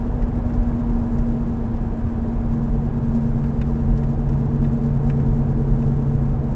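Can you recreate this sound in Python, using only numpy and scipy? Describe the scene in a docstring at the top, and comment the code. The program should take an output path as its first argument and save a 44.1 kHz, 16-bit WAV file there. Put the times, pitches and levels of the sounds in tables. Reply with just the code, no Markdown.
"""Highway drone inside a vehicle

The vehicle slows very slightly. An unevenly worn front tyre drones and throbs once a wheel turn;
the engine's boom swells as the speed levels off. Road rumble with brief low swells fills the
cabin; plastic trim ticks now and then, and a soft hollow tone swells briefly once."""
import sys
import numpy as np
from scipy import signal
from scipy.fft import rfft, irfft
from scipy.io import wavfile
from scipy.ndimage import uniform_filter1d

SR = 44100
rng = np.random.default_rng(int(sys.argv[2]) if len(sys.argv) > 2 else 0)


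def waveform_to_disk(signal):
    """Save audio, clipped to [-1, 1], as 16-bit WAV at the path in sys.argv[1]."""
    frames = np.transpose(np.atleast_2d(signal))
    scaled = np.clip(frames, -1, 1) * 32767
    samples = np.round(scaled).astype(np.int16)
    wavfile.write(sys.argv[1], SR, samples)


N = 288855


def gain_of(db):
    """Decibels to amplitude."""
    return 10 ** (np.asarray(db) / 20)


def unit_rms(x):
    """Scale to rms 1."""
    return x / np.sqrt(np.mean(x ** 2) + 1e-20)


def unit_burst(x):
    """Scale the loudest 5 ms to rms 1."""
    return x / np.sqrt(uniform_filter1d(x ** 2, size=220).max())


def curve(rows):
    """(time [s], value) rows to one value per sample."""
    return np.interp(np.arange(N) / SR, *np.transpose(rows))


def add(mix, at_s, sound):
    """Mix a sound in at at_s."""
    part = mix[max(round(at_s * SR), 0):][:len(sound)]
    part += sound[:len(part)]


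def drift(rate_hz):
    """Slow random wander, rms 1."""
    hz = np.fft.rfftfreq(N, 1 / SR)
    return unit_rms(irfft(rfft(rng.standard_normal(N)) * np.exp(-(hz / rate_hz) ** 2), N))


def tone(cycles, rms_db, waver_db):
    """Vibration locked to a turning part, its level wavering."""
    return np.sqrt(2) * gain_of(rms_db + waver_db * drift(5.8)) * np.cos(2 * np.pi * cycles)


def ringing(modes, t):
    """Sum of decaying sines."""
    return sum(gain_of(db - 60 * t / t60_s) * np.sin(2 * np.pi * hz * t) for hz, db, t60_s in modes)


def fizz(vibration, level_db=-60, floor=0.18, flicker_db=1.0):
    """Faint hiss that swells where the vibration moves fastest."""
    lowpass = signal.butter(2, 600, fs=SR, output="sos")
    velocity = np.gradient(signal.sosfilt(lowpass, vibration))
    agitation = np.sqrt(abs(uniform_filter1d(unit_rms(velocity) ** 2, size=60)))
    gain = gain_of(level_db + flicker_db * drift(25))
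    return gain * unit_rms(floor + agitation) * rng.standard_normal(N)


def road(wheel_hz, rumble_db=-0.27, waver_db=1.5, rush_db=-0.65):
    """Tyre noise through the body: rumble and hollow roar follow the surface, rush the speed."""
    # road noise in the cabin: (frequency [Hz], base density [dB/Hz])
    spectrum = [(10, -73.5), (24, -43.5), (40, -39), (62, -47.5), (122, -48), (160, -54.5), (235, -53.5),
                (280, -59), (500, -67), (950, -71.5), (1600, -82), (2200, -90), (3500, -100), (8000, -116)]
    # cabin and tyre resonances: (frequency [Hz], width [Hz], lift [dB])
    resonances = [(124.4, 24, 4), (318, 27, 4), (466.6, 41, 7), (604.5, 39, 4), (636, 25, 2.5),
                  (755.5, 36, 7.5), (936, 49, 3.5), (997, 21, 3), (1220, 13, 0), (1570, 71, 1.5),
                  (1674, 39, 6), (1910, 31, 0.5), (2700, 49, 1)]
    # asphalt coarseness: (time [s], roar gain [dB])
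    surface = [(0, -0.25), (.6, 1), (2, -0.5), (4.2, 0.1), (5.4, 2.15), (6.55, 0.3)]
    hz = np.fft.rfftfreq(N, 1 / SR) + 1
    points_hz, points_db = np.transpose(spectrum)
    base_db = np.interp(np.log(hz), np.log(points_hz), points_db)
    lift_db = sum(db / (1 + (2 * (hz - mode_hz) / width_hz) ** 2) for mode_hz, width_hz, db in resonances)
    noise = rfft(rng.standard_normal(N)) * gain_of(base_db + lift_db) * np.sqrt(SR / 2)
    low, high = 1 / (1 + (hz / 110) ** 4), 1 / (1 + (600 / hz) ** 4)
    coarse_db = curve(surface)
    rumble = irfft(noise * low, N) * gain_of(rumble_db + 0.69 * coarse_db + waver_db * drift(8.3))
    roar = irfft(noise * (1 - low - high), N) * gain_of(coarse_db)
    rush = irfft(noise * high, N) * gain_of(rush_db) * (wheel_hz / wheel_hz.mean()) ** 2.7
    return rumble + roar + rush


def rumble_swells(pitch_hz=39, length_s=0.075, gain_db=-2):
    """Brief swells in the rumble, each a few low cycles long."""
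    # low swells: (time [s], relative level [dB])
    swells = [(0.199, -16), (0.571, -9), (0.911, -14), (1.179, -11.5), (2.698, -13.5), (3.56, -17),
              (3.897, -15), (5.267, -9.5), (5.689, -11.5)]
    t, out = np.arange(0, length_s, 1 / SR), np.zeros(N)
    envelope = np.sin(np.pi * (t / length_s) ** 0.63) ** 2
    swell = envelope * np.sin(2 * np.pi * pitch_hz * t)
    for at_s, level_db in swells:
        add(out, at_s, gain_of(level_db + gain_db) * swell)
    return out


def hollow_swell(rise_s=0.0095):
    """Two soft tones near 500-600 Hz swell briefly and die."""
    # hollow swell: (time [s], gain [dB])
    swells = [(2.24, -26.5)]
    # its tones: (frequency [Hz], relative level [dB], t60 [s])
    partials = [(505, -4, 0.084), (608, -2.5, 0.14)]
    t, out = np.arange(SR // 5) / SR, np.zeros(N)
    for at_s, gain_db in swells:
        add(out, at_s, gain_of(gain_db) * np.minimum(t / rise_s, 1) * ringing(partials, t))
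    return out


def trim(swell_s=0.0037, ring_gain_db=-3.5, snap_gain_db=-7.5, faint_per_s=4):
    """Plastic chatters on plastic in tiny slips: a bright snap and the panel's ring."""
    # trim ticks: (peak time [s], relative ring level [dB], relative snap level [dB])
    ticks = [(0.224, -42.5, -49), (0.504, -44, -61), (0.539, -49, -50), (0.632, -51, -52),
             (1.187, -44.5, -48), (1.767, -49, -50), (3.443, -43.5, -56), (3.616, -34.5, -50),
             (3.977, -50, -46), (4.035, -44, -53), (4.292, -45, -47), (4.331, -45, -57), (4.645, -41, -55),
             (5.101, -33.5, -47), (5.201, -44, -55), (5.824, -46, -59)]
    # panel modes: (frequency [Hz], relative level [dB], t60 [s])
    modes = [(1500, -7.5, .015), (1710, -0.5, 0.027), (1900, 2.5, 0.022), (2100, -3, 0.013),
             (2320, -2.5, 0.013), (2550, -2, .015), (2820, -7.5, 0.012), (3600, -11.5, 0.033),
             (3900, -12, .008)]
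    t, out = np.arange(SR // 12) / SR, np.zeros(N)
    panel = ringing(modes, t)
    treble = signal.butter(2, [2700, 5600], "band", fs=SR, output="sos")
    draws = rng.random((int(faint_per_s * N / SR), 2))
    faint_ticks = [(at * N / SR, -60 + 6 * size, -65 + 6 * size) for at, size in draws]
    for peak_s, ring_db, snap_db in list(ticks) + faint_ticks:
        chatter = t / swell_s * np.exp(1 - t / swell_s) * rng.standard_normal(len(t))
        ring = gain_of(ring_db + ring_gain_db) * unit_burst(signal.fftconvolve(chatter, panel)[:len(t)])
        snap = gain_of(snap_db + snap_gain_db) * unit_burst(signal.sosfilt(treble, chatter))
        add(out, peak_s - swell_s, ring + snap)
    return out


def drone(turns, axle_ratio=3.7, firings_per_rev=4, tread_order=24, whine_order=47, cruise_db=-22):
    """Engine firings and worn tread blocks; under load, adjacent wheel orders beat once a turn."""
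    # engine boom, standing for drivetrain load: (time [s], level [dB])
    boom = [(0, -34.8), (1.2, -32), (1.95, -42), (2.55, -28.5), (4.65, -22.5), (6.2, -22.5), (6.55, -25.5)]
    # worn tread's drone: (time [s], level [dB])
    tread_levels = [(0, -29.5), (1.25, -23), (1.8, -30.5), (2.65, -25), (2.93, -31), (3.15, -20.5),
                    (3.4, -29), (3.95, -26.5), (4.3, -33.5), (4.7, -26), (6.1, -31), (6.55, -34)]
    # weak tones of the out-of-round tyre and drive shaft: (order [cycles per wheel turn])
    weak_orders = [2, 3, 3.7, 6, 7.4, 8, 9, 11, 16, 22, 22.2, 23, 27, 41, 43, 44, 46]
    # strength of each weak tone: (relative level [dB])
    weak_db = [-49.5, -42, -39, -39.5, -38, -44, -41.5, -46, -52, -47.5, -41.5, -48.5, -52, -54.5, -63,
               -50.5, -52.5]
    boom_db = curve(boom)
    load_db = boom_db - cruise_db
    engine = tone(turns * axle_ratio * firings_per_rev, boom_db, waver_db=1.0)
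    tread = tone(turns * tread_order, curve(tread_levels), waver_db=0.47)
    neighbour = tone(turns * (tread_order + 1), rms_db=-29.5 + 0.96 * load_db, waver_db=1.5)
    whine = tone(turns * whine_order, rms_db=-39.5 + 1.6 * load_db, waver_db=1.0)
    shake = sum(tone(turns * k + rng.random(), db, waver_db=3.0) for k, db in zip(weak_orders, weak_db))
    return engine + tread + neighbour + whine + shake * gain_of(1.5 + 0.24 * load_db)


def scene():
    """Mono cabin mix; everything that turns is geared to the wheels."""
    # road speed: (time [s], wheel rate [Hz])
    speed = [(0.0, 9.967), (0.7, 9.832), (1.5, 9.683), (2.0, 9.624), (3.0, 9.545), (4.0, 9.48),
             (5.0, 9.436), (6.0, 9.397), (6.55, 9.379)]
    wheel_hz = curve(speed)
    turns = 0.265 + np.cumsum(wheel_hz) / SR
    vibration = drone(turns) + road(wheel_hz) + rumble_swells()
    return (vibration + fizz(vibration) + trim() + hollow_swell())[None]


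def record(dry):
    """Steep low-pass at 8 kHz."""
    lowpass = signal.firwin(111, 8000, window=("kaiser", 8), fs=SR)
    return signal.oaconvolve(dry, lowpass[None], "same")


dry = scene()
out = record(dry)
waveform_to_disk(out)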